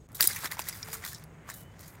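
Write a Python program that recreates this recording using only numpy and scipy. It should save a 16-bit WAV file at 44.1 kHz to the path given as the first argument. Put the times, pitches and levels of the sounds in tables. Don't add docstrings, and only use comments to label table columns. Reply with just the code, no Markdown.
import sys
import numpy as np
from scipy import signal
from scipy.fft import rfft, irfft
from scipy.io import wavfile
from scipy.ndimage import uniform_filter1d

SR = 44100
rng = np.random.default_rng(int(sys.argv[2]) if len(sys.argv) > 2 else 0)


def store_pcm(level_fs):
    pcm = np.round(np.clip(level_fs, -1, 1) * 32767).astype(np.int16)
    wavfile.write(sys.argv[1], SR, np.atleast_2d(pcm).T)


N = 88200
T = np.arange(N) / SR
DIP_S = 0.0728
DETUNE = 0.008


def amp(db):
    return 10 ** (np.asarray(db) / 20)


def evened(x):
    return x / np.sqrt(np.mean(x ** 2) + 1e-20)


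def add(mix, start_s, sound):
    part = mix[round(start_s * SR):][:len(sound)]
    part += sound[:len(part)]


def colour(x, points):
    hz = np.fft.rfftfreq(len(x), 1 / SR)
    point_hz, point_db = np.transpose(points)
    gain_db = np.interp(np.log(hz + 1), np.log(point_hz), point_db, -90, -90)
    return evened(irfft(rfft(x) * amp(gain_db), len(x)))


def band(x, lo_hz, hi_hz):
    sos = signal.butter(3, [lo_hz, min(hi_hz, SR / 2.1)], "band", fs=SR, output="sos")
    return signal.sosfilt(sos, x)


def resonate(x, hz, width_hz):
    turn = np.exp(2j * np.pi * np.cumsum(hz * np.ones(len(x))) / SR)
    pole = np.exp(-np.pi * width_hz / SR)
    return 2 * (turn * signal.lfilter([1 - pole], [1, -pole], x / turn)).real


def ring(modes, extra_db, phase_turns, stretch):
    t = T[:6000, None]
    hz, db, t60_s = np.transpose(modes)
    level = amp(db + extra_db - 60 * t / np.maximum(t60_s, .003))
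    return (level * np.sin(2 * np.pi * (hz * stretch * t + phase_turns))).sum(1)


# (frequency [Hz], relative density [dB])
AIR_SPECTRUM = [(25, -38), (45, -1), (70, 0), (140, 2), (220, -10), (450, -11), (1000, -14.5), (2000, -21),
                (2700, -30), (4500, -51), (6500, -33.5), (8800, -35), (10000, -58), (16000, -42)]
# (frequency [Hz], width [Hz], RMS level [dB])
HUM_BANDS = [(79, 5, -66), (104.7, 22, -57.5), (155.6, 9, -57.5)]
# (frequency [Hz], width of each of two passes [Hz], RMS level before throb and late cut [dB])
INSECT_BANDS = [(6620, 340, -77.5), (7850, 400, -88)]
# (start [s], length [s], from [Hz], to [Hz], RMS waver [Hz], peak level [dB])
FAR_TONES = [(0.835, 0.19, 440.7, 448, 5.7, -54), (1.221, 0.29, 439, 448, 5.8, -66),
             (1.517, 0.223, 2910, 3100, 50, -65), (1.726, .03, 3310, 3450, 55, -72)]
AIR_DB, EARLY_MID_DB = -54, -37
INSECT_PULSE_HZ, INSECT_DEPTH, LATE_INSECT_DB = 24, 0.79, -4.5


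def outdoors():
    air_noise, hum_noise, insect_noise, waver_noise = rng.standard_normal((4, N))
    air = amp(AIR_DB) * colour(air_noise, AIR_SPECTRUM)
    mid_sos = signal.butter(2, [550, 3500], "band", fs=SR, output="sos")
    air -= (T < DIP_S) * (1 - amp(EARLY_MID_DB)) * signal.sosfiltfilt(mid_sos, air)
    out = air + sum(amp(db) * evened(resonate(hum_noise, hz, width_hz)) for hz, width_hz, db in HUM_BANDS)

    throb = 1 + INSECT_DEPTH * np.sin(2 * np.pi * INSECT_PULSE_HZ * T)
    throb *= amp(LATE_INSECT_DB * (T > DIP_S))
    for hz, width_hz, db in INSECT_BANDS:
        narrow = resonate(resonate(insect_noise, hz, width_hz), hz, width_hz)
        out += throb * amp(db) * evened(narrow)

    slow = evened(uniform_filter1d(uniform_filter1d(waver_noise, size=500), size=500))
    for start_s, length_s, from_hz, to_hz, waver_hz, db in FAR_TONES:
        progress = np.clip((T - start_s) / length_s, 0, 1)
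        hz = from_hz + (to_hz - from_hz) * progress + waver_hz * slow
        out += amp(db) * np.sin(np.pi * progress) ** 0.36 * np.sin(2 * np.pi * np.cumsum(hz) / SR)
    return out


# (time [s], frequency [Hz], level at onset before attack [dB])
GROUND_THUMPS = [(0.208, 514, -36), (0.241, 358, -32), (0.446, 310, -36.5), (0.595, 334, -38)]
THUMP_T60_S, THUMP_ATTACK_S = 0.03, 0.0014


def thumps():
    out, t = np.zeros(N), T[:4000]
    for start_s, hz, db in GROUND_THUMPS:
        level = amp(db - 60 * t / THUMP_T60_S) * np.minimum(t / THUMP_ATTACK_S, 1)
        add(out, start_s, level * np.sin(2 * np.pi * hz * t))
    return out


# (nominal frequency [Hz], relative level [dB], struck t60 [s])
MESH_MODES = [(2200, -1.5, 0.048), (3500, -5.5, .05), (3893, 1, 0.05), (4870, -2, 0.046), (6100, -5, .05),
              (6940, 3, 0.062), (7650, -5, 0.048), (8570, -8, 0.082), (10610, -3.5, 0.1),
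              (12640, -2.5, .05), (13200, -4.5, 0.031), (14740, -9, 0.02)]
# (frequency [Hz], relative density [dB])
FRAME_SPECTRUM = [(450, -22.5), (750, -8.5), (1400, -1.5), (2100, -0.5), (2700, -8.5), (3400, -14.5),
                  (4500, -36)]
# (frequency [Hz], relative density [dB])
WIRE_SPECTRUM = [(2400, -27), (3000, -8), (4900, 0.5), (6000, 0), (10500, -7.5), (15300, -6), (16500, -15)]
# (time [s], frame [dB], wire [dB], sizzle [dB])
SHAKE_LEVELS = [(0.095, -70, -84, -90.0), (0.144, -69, -79, -79.0), (0.148, -62, -46, -41),
                (0.185, -62, -54, -50), (0.203, -34.5, -44, -45), (0.222, -44.5, -37.5, -34),
                (0.244, -39, -32.5, -29), (0.265, -51.5, -37.5, -35), (0.289, -43.5, -38.5, -35.5),
                (0.33, -47, -42.5, -41.5), (0.385, -45, -48, -44), (0.42, -51.5, -47.5, -48),
                (0.45, -39, -44, -41.5), (0.475, -45.5, -51, -50), (0.499, -59.5, -62, -57),
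                (0.51, -43.5, -53, -51), (0.535, -49, -48, -46), (0.578, -51.5, -61, -60.5),
                (0.604, -47.0, -46, -42.5), (0.635, -55.5, -53.5, -53.5), (0.68, -49, -47, -47),
                (0.71, -49.5, -50.5, -54.5), (0.77, -55, -51, -47.5), (0.81, -55, -57.5, -54.5),
                (0.9, -50.5, -53, -50), (0.926, -55.5, -53, -51), (0.93, -46, -43, -38),
                (0.97, -53.5, -52, -49), (1.01, -56, -61, -57), (1.034, -47.5, -50, -53.5),
                (1.059, -45.5, -45.5, -41.5), (1.105, -57.5, -48.5, -45.5), (1.154, -59.5, -52.5, -62),
                (1.189, -62, -62.0, -58), (1.23, -60.5, -64, -71), (1.26, -66, -80.5, -78.5),
                (1.41, -66, -89, -90), (1.47, -58.5, -70.5, -69), (1.499, -50.5, -49, -47.5),
                (1.53, -64, -57.0, -59), (1.55, -61, -57.5, -50.5), (1.62, -67, -62, -57),
                (1.66, -70, -80, -75), (1.78, -66, -72, -79), (1.797, -57, -57.5, -54.5),
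                (1.84, -60.5, -55.5, -58.5), (1.9, -63.5, -63, -60.5), (1.94, -61.5, -73.0, -63.5),
                (2.0, -63, -70.0, -80)]
TICKS_PER_S, TICK_SPREAD_DB, TICK_T60_S = 2800, 0.5, 0.013
RATTLE_RING_DB, JANGLE_S = -7, .025


def rattle():
    time_s, frame_db, wire_db, sizzle_db = np.transpose(SHAKE_LEVELS)
    ticks = amp(TICK_SPREAD_DB * np.minimum(rng.exponential(1, N), 4))
    ticks *= rng.random(N) < TICKS_PER_S / SR
    envelope = signal.lfilter([1], [1, -amp(-60 / SR / TICK_T60_S)], ticks)
    shake = envelope * rng.standard_normal(N)

    knots_s = np.arange(0, 2.1, JANGLE_S)
    chance = rng.standard_normal((len(MESH_MODES), 2, len(knots_s)))
    detune_step = (T / JANGLE_S).astype(int) // 3
    rung = np.zeros(N)
    for (hz, db, t60_s), (jangle, detune) in zip(MESH_MODES, chance):
        drive = shake * np.clip(np.interp(T, knots_s, jangle), 0, 1)
        mode_hz = hz * (1 + DETUNE * detune)[detune_step]
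        rung += amp(db) * evened(resonate(drive, mode_hz, 2.9 / t60_s))

    wire = colour(shake, WIRE_SPECTRUM) + amp(RATTLE_RING_DB) * evened(rung)
    parts = colour(shake, FRAME_SPECTRUM), band(wire, 2580, 8400), band(wire, 8130, 19000)
    levels = frame_db, wire_db, sizzle_db
    return sum(evened(p) * amp(np.interp(T, time_s, db, -110)) for p, db in zip(parts, levels))


# (frequency before stretch [Hz], level before tilt [dB], t60 [s])
ROD_MODES = [(4973, -4, 0.039), (5750, -23, .025), (9060, -13, .028), (10560, 0, 0.019), (14000, 2, 0.015),
             (15340, -5, .012)]
# (frequency before stretch [Hz], level before tilt [dB], t60 [s])
HOOK_MODES = [(2390, -18.5, 0.073), (5040, -11, 0.045), (5620, -0.5, 0.023)]
# (time [s], peak level of tone [dB], tilt [dB per octave])
ROD_STRIKES = [(.2736, -4.5, 6), (.309, -30, -10), (.9205, -35, -6)]
# (time [s], peak level of tone [dB], tilt [dB per octave])
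HOOK_STRIKES = [(.8292, -25, .1)]
CRACK_DB, PING_STRETCH = -7, 0.99


def pings():
    out = np.zeros(N)
    for strikes, modes in ((ROD_STRIKES, ROD_MODES), (HOOK_STRIKES, HOOK_MODES)):
        hz = np.transpose(modes)[0]
        impulse = 1. * (T[:6000] == 0)
        crack = band(impulse, 1.46 * hz.min(), 0.89 * hz.max())
        crack /= abs(crack).max()
        for start_s, peak_db, tilt_db in strikes:
            tone = ring(modes, tilt_db * np.log2(hz / hz[0]), 0, PING_STRETCH)
            tone = band(tone, 0.79 * hz.min(), SR)
            tone /= abs(tone).max()
            add(out, start_s, amp(peak_db) * (tone + amp(CRACK_DB + tilt_db) * crack))
    return out


# (time [s], knock level [dB], knock [Hz], wire level [dB], wire [Hz], sizzle level [dB], burst t60 [s])
# levels scale layers normalized over their first 150 samples; t60 has a 3 ms floor
CAGE_BLOWS = [(0.088, -57, 710, -62, 5730, -60.5, 0.0089), (0.118, -74, 600, -60, 7640, -57, 0.018),
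              (0.1285, -66, 620, -60, 8000, -57, 0.012), (0.2044, -43, 1650, -39, 4730, -35, 0.014),
              (0.2067, -28, 1630, -19, 4830, -18, 0.015), (0.2151, -59, 2600, -28, 7400, -19, 0.014),
              (0.225, -37, 2400, -23.5, 3910, -20.5, 0.026), (0.2303, -44, 1790, -24, 7700, -35, 0.0091),
              (0.24, -41, 2150, -25.5, 7660, -24, 0.0066), (0.25, -46, 1480, -32, 7800, -30, 0.017),
              (0.3008, -40, 1600, -47, 4840, -39, 0.017), (0.308, -41.5, 2100, -38.5, 4830, -45, 0.066),
              (0.3603, -44.5, 2120, -41, 6100, -36, 0.063), (0.4341, -40, 1070, -43, 7650, -52, 0.066),
              (0.4436, -36, 1410, -36.5, 4240, -41, 0.016), (0.4542, -36, 1290, -65, 6960, -43, 0.0084),
              (0.4572, -36, 1870, -34.5, 5260, -39, 0.008), (0.4616, -45, 1480, -44.5, 5700, -43, 0.02),
              (0.4696, -64, 2110, -43, 3660, -54, 0.042), (0.5138, -42, 1920, -38, 4300, -37.5, 0.03),
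              (0.5205, -36.5, 1910, -44, 4800, -37, 0.013), (0.5297, -46.5, 980, -50, 4610, -44, 0.037),
              (0.5693, -44, 920, -50, 5360, -58, 0.014), (0.583, -49, 980, -55, 5620, -53, 0.02),
              (0.5918, -36, 2460, -33, 7140, -34.5, 0.012), (0.5919, -31, 870, -54, 3670, -43, 0.029),
              (0.5983, -43, 1800, -42, 4870, -38, 0.014), (0.6157, -51, 1890, -42.5, 5940, -52, 0.02),
              (0.62, -53, 2170, -42.5, 4770, -49, 0.015), (0.6393, -62, 2120, -50, 6180, -57, 0.019),
              (0.6685, -47, 1880, -50, 5860, -48, 0.021), (0.6858, -44.5, 2070, -31.5, 7950, -28.5, 0.038),
              (0.6952, -46, 1800, -39, 5200, -52, 0.014), (0.726, -51.5, 2000, -44, 4940, -53, 0.054),
              (0.8855, -44, 735, -67, 5210, -45, 0.016), (0.929, -48, 2200, -41.5, 6900, -47, 0.03),
              (0.9496, -46, 1250, -45, 6500, -48, 0.043), (1.039, -40.5, 1930, -51, 4560, -56, 0.013),
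              (1.049, -51, 1410, -37.5, 3970, -36.5, 0.017), (1.059, -44, 1380, -49, 4700, -50, 0.012),
              (1.0625, -60, 1510, -41, 4500, -53, 0.006), (1.0766, -57, 1640, -40, 3420, -54, 0.013),
              (1.0862, -56, 1800, -48, 4160, -55, 0.011), (1.13, -47.5, 1760, -47, 5400, -43, 0.034),
              (1.1457, -65, 1790, -42, 5270, -49, 0.025), (1.1578, -74, 1800, -51, 5300, -66, 0.015),
              (1.182, -77, 1420, -54.5, 5270, -64, 0.013), (1.238, -70, 1980, -55.5, 4870, -50, 0.018),
              (1.4787, -54.5, 1150, -64, 3160, -74, 0.039), (1.4887, -41.5, 1220, -44, 6740, -59, 0.023),
              (1.4992, -42.5, 1820, -39.5, 7030, -44.5, 0.015), (1.5073, -49, 1170, -46, 8150, -56, 0.02),
              (1.514, -50, 1870, -59, 4170, -57, 0.023), (1.539, -62, 1790, -49.5, 6850, -44.5, 0.046),
              (1.6073, -60.5, 610, -59, 8280, -53, 0.023), (1.7924, -67, 1250, -54.5, 4600, -55.5, 0.013),
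              (1.809, -66, 940, -56, 8300, -49, 0.016), (1.878, -78, 830, -55, 6550, -49.5, 0.071),
              (1.9536, -58, 623, -65, 6960, -58, 0.024)]
RISE_S, CLICK_AMP = .0011, 3.8
RING_DB, RING_SPREAD_DB, RING_OCTAVES = -13.5, 9, 0.083


def onset_evened(x):
    return x / np.sqrt(np.mean(x[:150] ** 2))


def blows():
    out, t = np.zeros(N), T[:6000]
    mesh_hz = np.transpose(MESH_MODES)[0]
    noises = rng.standard_normal((len(CAGE_BLOWS), 6000))
    chances = rng.random((len(CAGE_BLOWS), 3, len(MESH_MODES)))
    rise = np.minimum(t / RISE_S, 1) ** 2
    click = CLICK_AMP * (np.arange(len(t)) == round(RISE_S * SR))
    for blow, noise, (level_chance, phase_turns, detune_chance) in zip(CAGE_BLOWS, noises, chances):
        start_s, knock_db, knock_hz, wire_db, wire_hz, sizzle_db, t60_s = blow
        t60_s = max(t60_s, .003)
        burst = noise * rise * amp(-60 * t / t60_s) + click

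        knock = onset_evened(resonate(resonate(burst, knock_hz, 510), knock_hz, 510))
        knock += 0.47 * onset_evened(band(burst, 375, 4200))
        wire = 0.7 * onset_evened(resonate(burst, wire_hz, 280))
        wire += 0.6 * onset_evened(band(burst, 3380, 8500))
        sizzle = onset_evened(band(burst * amp(-20 * t / t60_s), 8500, 16400))

        octaves_off = np.log2(mesh_hz / wire_hz)
        near = amp(wire_db - 2 * (octaves_off / RING_OCTAVES) ** 2)
        near += amp(sizzle_db) * (mesh_hz > 8000)
        mode_db = RING_DB + 20 * np.log10(near + 1e-9) + RING_SPREAD_DB * (2 * level_chance - 1)
        modes = rise * ring(MESH_MODES, mode_db, phase_turns, 1 + DETUNE * (2 * detune_chance - 1))
        add(out, start_s, amp(knock_db) * knock + amp(wire_db) * wire + amp(sizzle_db) * sizzle + modes)
    return out


def scene():
    return (outdoors() + thumps() + rattle() + pings() + blows())[None]


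FADE_OUT_S, FADE_IN_S, EDGE_HZ = 0.0024, 0.03, 16000


def record(dry):
    before = np.clip((DIP_S - T) / FADE_OUT_S, 0, 1)
    after = np.clip((T - DIP_S) / FADE_IN_S, .01, 1) ** 0.95
    lowpass = signal.firwin(191, EDGE_HZ, window=("kaiser", 9), fs=SR)
    return signal.oaconvolve(dry * np.maximum(before, after), lowpass[None], "same")


dry = scene()
out = record(dry)
store_pcm(out)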